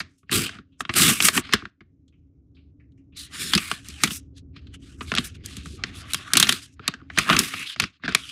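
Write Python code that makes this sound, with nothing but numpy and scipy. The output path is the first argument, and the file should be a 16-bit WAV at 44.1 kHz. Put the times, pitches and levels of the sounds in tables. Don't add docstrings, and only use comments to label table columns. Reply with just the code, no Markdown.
import sys
import numpy as np
from scipy import signal
from scipy.fft import rfft, irfft
from scipy.io import wavfile

SR = 44100
rng = np.random.default_rng(int(sys.argv[2]) if len(sys.argv) > 2 else 0)


def int16_out(signal):
    q = np.round(np.clip(np.atleast_2d(signal).T, -1, 1) * 32767)
    wavfile.write(sys.argv[1], SR, q.astype(np.int16))


def to_linear_factor(level_db):
    exponent = np.asarray(level_db, float) / 20
    return 10 ** exponent


N = 366762
SPLIT_HZ, AIR_HZ = 5130, 11800

# f/Hz, level/dB (per Hz)
FOIL_SPECTRUM = [(250, -33.5), (420, -2.5), (544, -17.5), (644, -7), (929, -15), (1120, -1.5), (1340, -1),
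                 (2020, -4.5), (2790, -2), (5220, -3), (10700, -6.5), (15000, -21.5), (16100, -14)]
# f/Hz, level/dB (per Hz)
WALL_SPECTRUM = [(24, -56), (40, -16.5), (190, -0.5), (259, -2.5), (307, -7), (350, -4.5), (520, -21.5),
                 (680, -44), (1140, -120)]
# f/Hz, level/dB (per Hz)
HUM_SPECTRUM = [(15, -48), (25, -21.5), (75, 1), (167, -16), (224, -25), (261, -13), (344, -27.5),
                (493, -39), (913, -50), (1500, -38), (1950, -72.5), (3300, -120)]
# t/s, level/dB
HUM_LEVEL = [(0, -46.5), (.22, -73.5), (.35, -52), (.75, -63), (1.0, -51), (1.55, -51), (1.74, -71.5),
             (1.85, -61), (2.6, -55.5), (4.1, -48.5), (5.9, -42), (6.6, -59.5), (7.2, -48.5), (7.72, -83),
             (7.85, -52), (8.0, -77), (8.1, -47.5), (8.32, -62)]
# t/s (full), fade/s, grain level/dB, brightness/dB, loudest patch f/Hz
RIPS = [(0, 0.046, -41, -1, 2440), (0.328, 0.25, -21.5, -0.5, 2490), (.806, 0.037, -58, 16, 1550),
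        (0.902, .05, -52, -7.5, 1690), (0.966, 0.13, -19.5, 0, 2320), (4.374, 0.049, -52, -4.5, 4400),
        (4.562, 0.066, -50, -31.5, 2710), (4.743, 0.043, -48.5, -3.5, 3000), (0.525, .13, -48.5, -12, 1480),
        (6.194, 0.089, -41, -15, 1190), (5.354, 0.035, -51, -5.5, 2800), (5.863, 0.1, -45, -11, 2750),
        (8.05, 0.04, -31.5, -32, 1976)]
# t/s (full), fade/s, grain level/dB, brightness/dB, loudest patch f/Hz
PULLS = [(1.021, .25, -16.5, 0, 2630), (1.099, 0.13, -20.5, 0, 2200), (1.256, 0.089, -21, 5, 2250),
         (1.373, 0.06, -23.5, -0.5, 1690), (1.456, 0.19, -40, -22, 2200), (1.534, 0.13, -32.5, -20, 2300),
         (3.353, .1, -40, -7, 2000), (7.0, 0.16, -58, -35, 1300), (3.414, 0.46, -33, -3, 3990),
         (4.037, 0.17, -33, -1, 2740), (5.026, 0.25, -52, 2.5, 1450), (5.189, 0.23, -38.5, -6.5, 2670),
         (6.406, 0.29, -27.5, -6.5, 2500), (6.507, 0.2, -30.5, -4, 2920), (6.855, 0.12, -47, -42, 1740),
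         (6.88, 0.18, -45, -21, 1660), (7.203, 0.4, -32, -10, 2310), (7.315, 0.21, -19, -15, 1240),
         (7.406, 0.26, -30, -0.5, 2480), (7.832, 0.085, -32.5, -14.5, 2500), (8.119, 0.09, -35, -22, 2050)]
# t/s (full), fade/s, grain level/dB, brightness/dB, loudest patch f/Hz
SLIDES = [(.1, 0.13, -81, 5, 2650), (0.663, 0.21, -90, -14, 3050), (3.346, 0.08, -50, 2, 2700),
          (3.521, 0.33, -35.5, -5.5, 2130), (3.86, 0.15, -47, -3, 2900), (4.11, 0.1, -44.5, 9.5, 3540),
          (4.836, 0.15, -54.5, -5, 3100), (5.078, .08, -43, -6.5, 3840), (5.246, 0.05, -43.5, 7, 2440),
          (5.64, 0.19, -51.5, -1, 3700), (5.956, 0.1, -44.5, 1.5, 3420), (6.072, 0.14, -46.5, -4, 1450),
          (6.107, 0.18, -42.5, -1.5, 3330), (6.268, 0.36, -40, -13, 1330), (6.628, 0.049, -50, 2.5, 3560),
          (7.513, 0.21, -34, -9.5, 2460), (4.607, 0.23, -68, -27, 2880), (5.797, 0.1, -52, -22, 1300),
          (4.009, 0.053, -44, -16, 1300), (8.173, .5, -42.5, -7.5, 3050)]
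# t/s (full), fade/s, grain level/dB, brightness/dB, loudest patch f/Hz
SKIDS = [
    (3.17, 0.13, -42, -2, 4200),
    (5.446, 0.22, -47, -4.5, 3350),
    (5.33, 0.15, -68, -33, 1800),
    (6.727, 0.028, -73, 21.5, 3500),
    (5.88, 0.35, -49, -18.5, 1450),
    (7.671, 0.093, -35.5, -10, 3200),
    (7.931, 0.059, -63.5, -26, 2930),
]
# swell/s, bend of fade/1, wall over grain level/dB, brightness lost/dB per dB below full
STROKE_HABITS = [
    (0.038, 1.87, -5, .5),
    (0.11, 1.21, -6.5, 0),
    (0.071, 5.2, -13, -0.14),
    (0.031, 8.3, -32, 1.2),
]
# t/s, peak level/dB, pitch f/Hz, sizzle level/dB
TICKS = [(0.2944, -23.5, 1736, -42.5), (0.4921, -23, 1970, -28.5), (.5333, -38, 1410, -31),
         (0.8054, -13.5, 1220, -9.5), (0.8512, -22, 3250, -43), (.9383, -16, 3020, -4),
         (1.1667, -31.5, 2260, -9.5), (1.203, -4.5, 2665, -19), (1.2843, -1.8, 1980, -4.5),
         (1.4923, -24, 2010, -40.5), (1.6534, -21.5, 1634, -35), (3.7138, -8.5, 1466, -11),
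         (5.1507, -9, 3750, -10), (5.175, -8, 2440, -26.5), (5.8371, -9.5, 1880, -24),
         (6.1342, -16, 3550, 7), (6.1445, -11, 3170, 1.5), (6.444, -12, 2970, -25),
         (6.8784, -5, 4140, -3.5), (7.1926, -13, 1080, -28.5), (7.7607, -24, 2040, -39),
         (7.799, -2, 2600, -9), (7.828, -26, 1970, -29.5), (7.8388, -11.5, 2290, -26.5),
         (8.1223, -22, 1810, -14), (8.1483, 0.5, 2190, -7.5)]
# t/s, peak level/dB, pitch f/Hz, sizzle level/dB
CRACKS = [(.0028, -16.5, 2030, -28), (1.2234, -8, 4074, 1), (1.525, -13, 2200, -24.5),
          (3.5342, -3, 3550, -9.5), (3.5768, -8, 2730, -7.5), (5.163, -16.5, 2500, -24),
          (6.3342, -4, 1865, 3), (6.3696, -1.5, 4050, 0.5), (6.3988, -3, 3430, 2),
          (6.4264, 1.75, 3660, -9.5), (6.4693, -12.5, 2170, -21), (6.4915, -3, 3384, 2),
          (6.5236, -9, 3840, -1), (6.9384, -22.5, 1664, -23), (7.1002, -25.5, 1990, -48.5),
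          (7.1851, -1, 2250, -5), (7.5374, -15.5, 2440, -35), (7.8028, -18, 2430, -21)]
# t/s, peak level/dB, pitch f/Hz, sizzle level/dB
POPS = [(1.3762, -4, 1110, -18), (1.6223, -28.5, 1260, -47), (3.8856, -34, 5670, 12),
        (5.118, -9, 1070, -21), (5.1388, -14.5, 1430, -17), (5.183, -3, 3820, -23.5),
        (5.46, -43, 6480, 24.5), (6.7941, -32.5, 1420, -40.5), (6.8835, -15.5, 1080, -23),
        (7.015, -43.5, 1153, -34), (7.2913, -7, 1266, -14), (7.299, -1.5, 1208, -15),
        (7.3656, -4.5, 2356, -12.5), (7.8206, -14.5, 3490, -11), (8.036, -21, 1870, -51),
        (8.0592, -29, 1800, -26)]
# t/s, peak level/dB, pitch f/Hz, sizzle level/dB
BUCKLES = [(0.2296, -54.5, 1250, -34), (0.314, -19.5, 2660, 1), (0.5514, -35, 3010, -36),
           (0.586, -32.5, 1470, -26.5), (0.8929, -13.5, 2320, -45), (1.1019, -16, 2980, -21),
           (1.1324, -33, 3750, 17.5), (1.5351, -0.7, 1755, -8.5), (1.806, -41, 1940, -46),
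           (3.55, -0.5, 4420, -6.5), (4.0354, -5, 2140, 1), (4.0733, -18.5, 3140, -11),
           (4.106, -20, 3100, -10), (4.563, -38.5, 2610, -39.5), (4.669, -42, 3660, -32),
           (5.008, -22.5, 1143, -20), (5.5672, -26, 3460, 0.5), (5.6576, -27.5, 1290, -6.5),
           (6.353, -9.5, 2770, -13), (6.488, -14.5, 2970, -32.5), (7.1743, -7.5, 1700, -22),
           (7.3295, -6, 1540, -24), (7.3897, -8.5, 6800, 8.5), (7.5932, -35.5, 2670, 6),
           (8.0788, -13, 1860, -38), (8.0889, -19.5, 1540, -14)]
# thump level/dB, thump lost/dB per dB of crease strength, t60/s
CREASE_HABITS = [
    (-21.5, 0.57, 0.019),
    (-19.5, 0.36, .034),
    (-11.5, 0.4738, .016),
    (-9.5, 0.2926, .038),
]
# t/s, peak level/dB, pitch f/Hz, sizzle level/dB, t60/s
TOUCHES = [(.18, -72, 2970, 18.5, 0.16), (.72, -60, 3115, -27, 0.2), (2.079, -58, 3630, -1.5, 0.063),
           (2.124, -60.5, 2670, -42.5, .17), (2.546, -57.5, 3980, -24, .3), (2.566, -54.5, 2670, -49, 0.18),
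           (2.797, -58, 2110, -43.5, 0.17), (2.92, -63.5, 3520, -10, 0.035), (2.975, -64.5, 2344, -6, 0.15),
           (3.122, -52.5, 2860, -43, 0.25), (7.649, -48, 960, -43, 0.024), (7.998, -58, 1300, -51, 0.03)]
# t/s, level/dB
SQUEAK_LEVEL = [
    (3.30, -80),
    (3.34, -44),
    (3.42, -33.5),
    (3.50, -34.5),
    (3.54, -80),
]


def rms_one(x):
    return x / np.sqrt(np.mean(x ** 2) + 1e-20)


def in_time(rows):
    s, *columns = np.transpose(rows)
    return [np.interp(np.arange(N) / SR, s, c) for c in columns]


def response(points, size=4096):
    hz = np.maximum(np.arange(size // 2 + 1) * SR / size, 5)
    point_hz, point_db = np.transpose(points)
    db = np.interp(np.log(hz), np.log(point_hz), point_db)
    cepstrum = irfft(db * np.log(10) / 20)
    cepstrum[1:size // 2] *= 2
    cepstrum[size // 2 + 1:] = 0
    h = irfft(np.exp(rfft(cepstrum)))
    return h / np.sqrt(np.sum(h ** 2))


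def coloured(x, points):
    return signal.fftconvolve(x, response(points))[:len(x)]


def passed(x, hz, kind):
    return signal.sosfilt(signal.butter(2, hz, kind, fs=SR, output="sos"), x)


def twice_low(x, hz):
    return passed(passed(x, hz, "low"), hz, "low")


def drift(rate):
    r = np.exp(-40 * np.pi * rate / SR)
    chance = rng.standard_normal(N // 20 + 2002)
    slow = signal.lfilter([1], [1, -2 * r, r * r], chance)[2000:]
    return np.interp(np.arange(N) / 20, np.arange(len(slow)), rms_one(slow))


def grains(per_s, spread_db):
    sizes = to_linear_factor(spread_db * np.minimum(rng.exponential(1, N), 5)) * rng.choice([-1, 1], N)
    return rms_one(sizes * (rng.random(N) < per_s / SR))


def handling():
    span_db, swell_bend = 40, 1.11
    idle_db, idle_bright_db, idle_hz = -99, -11, 2200
    t = np.arange(0, N / SR + .01, .004)
    hum_db = -51 + .9 * (np.interp(t, *np.transpose(HUM_LEVEL)) + 49.5)
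    power = to_linear_factor(2 * idle_db) + 0 * t
    bright, patch = power * idle_bright_db, power * np.log(idle_hz)
    wall = to_linear_factor(2 * hum_db)
    for table, (swell_s, bend, wall_db, dulling) in zip((RIPS, PULLS, SLIDES, SKIDS), STROKE_HABITS):
        for s, fade_s, grain_db, bright_db, hz in table:
            before = np.maximum((s - t) / swell_s, 0) ** swell_bend
            after = np.maximum((t - s) / max(fade_s, .01), 0) ** bend
            loss_db = span_db * (before + after)
            share = to_linear_factor(2 * (grain_db - np.minimum(loss_db, 200)))
            power = power + share
            wall = wall + share * to_linear_factor(2 * wall_db)
            bright = bright + share * (bright_db - dulling * loss_db)
            patch = patch + share * np.log(hz)
    return np.transpose([t, 10 * np.log10(power), bright / power, 10 * np.log10(wall), np.exp(patch / power)])


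def torn_sheet():
    clump = to_linear_factor(2.1 * drift(81))
    crackle = to_linear_factor(-12.0) * grains(70, spread_db=4.0)
    return [coloured(grains(12000, spread_db=2.0) * clump + crackle, FOIL_SPECTRUM) for _ in range(2)]


def patch_ringing(sheets, strokes):
    grain_db, _, wall_db, patch_hz = in_time(strokes)
    gentle = np.clip(np.maximum((-44 - grain_db) / 14, (grain_db - wall_db - 3) / 8), 0, 1)
    body, power, edges = 0, 0, np.geomspace(480, SPLIT_HZ, 17)
    for k, (low, high) in enumerate(zip(edges, edges[1:])):
        centre_hz = np.sqrt(low * high)
        octaves = np.log2(centre_hz / patch_hz)
        band = passed(sheets[k % 2], [low, high], "band")
        near = np.exp(-(np.log2(centre_hz / strokes[:, 4]) / .22) ** 2)
        ridge_db = 6.0 * np.interp(np.arange(N) / SR, strokes[:, 0], near)
        gain = to_linear_factor(-3.0 * octaves ** 2 + gentle * (ridge_db - 1.2 * octaves ** 2))
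        if high < 1000:
            gain = gain * to_linear_factor(1.1 * np.minimum(wall_db - grain_db, 0) + 8.5)
        body = body + gain * to_linear_factor(2.7 * drift(11)) * band
        power = power + gain ** 2 * np.mean(band ** 2)
    return body / np.sqrt(power)


def tearing_sizzle(sheets, sizzle_db, bright_db):
    top, edges = 0, [SPLIT_HZ, 7200, 9200, AIR_HZ]
    for k, shut in enumerate((-.2, .05, .25)):
        band = passed(passed(sheets[k % 2], edges[k:k + 2], "band"), edges[k + 1], "low")
        quiet_db = np.minimum(sizzle_db + 46.5, 0) + 0.35 * np.minimum(bright_db, 0)
        top = top + to_linear_factor(shut * quiet_db + 1.7 * drift(1.3)) * band
    air_db = 1.3 * np.clip(sizzle_db + 40, -14, 0)
    air = passed(passed(sheets[1], AIR_HZ, "high"), AIR_HZ, "high")
    top = top + to_linear_factor(air_db + 7.0) * air
    return top / np.std(passed(sheets[0], [SPLIT_HZ, AIR_HZ], "band"))


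def wall_shudder(wall_db):
    loud = np.clip((wall_db + 51) / 10, 0, 1)
    wall = rms_one(coloured(rng.standard_normal(N), WALL_SPECTRUM)) * to_linear_factor(2.0 * drift(25))
    hum = rms_one(passed(coloured(rng.standard_normal(N), HUM_SPECTRUM), 170, "high"))
    hum = twice_low(hum, 750) + .9 * passed(hum, [255, 285], "band")
    return loud * wall + (1 - loud) * hum


def rip(strokes):
    grain_db, bright_db, wall_db, _ = in_time(strokes)
    sizzle_db = grain_db + bright_db
    sheets = torn_sheet()
    body = to_linear_factor(grain_db) * patch_ringing(sheets, strokes)
    top = to_linear_factor(sizzle_db) * tearing_sizzle(sheets, sizzle_db, bright_db)
    return body + top + to_linear_factor(wall_db) * wall_shudder(wall_db)


def room_tone(strokes):
    level_db, = in_time(HUM_LEVEL)
    rumble = rms_one(passed(coloured(rng.standard_normal(N), HUM_SPECTRUM), 170, "low"))
    level_db = level_db + 0.11 * (in_time(strokes)[2] + 50)
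    return to_linear_factor(level_db + 2.0 * drift(40)) * rumble + to_linear_factor(-106.5) * rng.standard_normal(N)


def creases():
    rows = []
    for table, (thump_db, lost, t60) in zip((TICKS, CRACKS, POPS, BUCKLES), CREASE_HABITS):
        for s, db, hz, sizzle_db in table:
            rows.append((s, db, hz, sizzle_db, thump_db - lost * (db + 12.5), t60))
    return sorted(rows)


def snaps(rows, broad_db, crunch):
    size = SR // 6
    t, out = np.arange(size) / SR, np.zeros(N + size)
    foil, wall = response(FOIL_SPECTRUM), response(WALL_SPECTRUM)
    chance = rng.standard_normal((len(rows), 4, size))
    for (s, peak_db, hz, sizzle_db, thump_db, t60), (a, b, c, d) in zip(rows, chance):
        t60 = np.clip(t60, .006, .3)
        fall = to_linear_factor(-60 * t / t60) + to_linear_factor(-28.0 - 60 * t / (t60 * 7.5))
        burst = np.abs(b) ** crunch * fall * (1 - np.exp(-t / (0.011 * t60)))

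        clicks = signal.fftconvolve(a * burst, foil)[:size]
        ring = passed(clicks, [hz / 1.206, hz * 1.232], "band")
        ring = ring + to_linear_factor(broad_db) * passed(clicks, hz / 4.0, "high")
        edge_hz = min(hz * 2.87, SPLIT_HZ * 1.16) * to_linear_factor(0.2 * min(sizzle_db + 22, 0))
        ring = twice_low(ring, edge_hz)

        top_hz = np.clip(17002.5 + 350 * sizzle_db + 150 * peak_db, 8000, 19000)
        sizzle = signal.fftconvolve(d * burst * to_linear_factor(-25.0 * t / t60), foil)[:size]
        sizzle = passed(sizzle, [SPLIT_HZ, top_hz], "band")

        push = c * (t / .006) * np.exp(-t / 0.0051)
        thump = passed(signal.fftconvolve(push, wall)[:size], 330, "low")

        at = max(round(s * SR), 0)
        for part, db in ((ring, 0), (sizzle, sizzle_db), (thump, thump_db)):
            out[at:at + size] += to_linear_factor(peak_db + db) * part / np.abs(part).max()
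    return out[:N]


def near_echoes(x, t60, wet_db):
    t = np.arange(SR // 4) / SR
    wash = passed(rng.standard_normal(len(t)), 4500, "low") * to_linear_factor(-60 * t / t60) * (t > .003)
    return x + to_linear_factor(wet_db) * signal.fftconvolve(x, wash / np.sqrt(np.sum(wash ** 2)))[:N]


def fingertip_touches():
    rows = [(s, db, hz, sizzle_db, 2, t60) for s, db, hz, sizzle_db, t60 in TOUCHES]
    return snaps(rows, broad_db=-14.0, crunch=.7)


def squeak():
    level_db, = in_time(SQUEAK_LEVEL)
    lag = round(SR / 1760)
    gap = signal.lfilter([1], np.r_[1, np.zeros(lag - 1), -.66], grains(15000, spread_db=2.0))
    rub = rms_one(coloured(passed(gap, [1700, 12000], "band"), FOIL_SPECTRUM))
    return to_linear_factor(level_db) * rub * (level_db > -79.9)


def scene():
    strokes = handling()
    tearing = rip(strokes)
    room = room_tone(strokes)
    buckling = near_echoes(snaps(creases(), broad_db=-0.5, crunch=0.96), t60=0.2, wet_db=-26.5)
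    return (tearing + room + buckling + fingertip_touches() + squeak())[None]


def top_cut(x):
    return signal.sosfilt(signal.butter(12, 16290, fs=SR, output="sos"), x)


def record(dry):
    steep = signal.cheby2(16, 70, 16150, fs=SR, output="sos")
    x = signal.sosfilt(steep, passed(dry, 45, "high"))
    return top_cut(np.clip(x, -1, 1))


dry = scene()
out = record(dry)
int16_out(out)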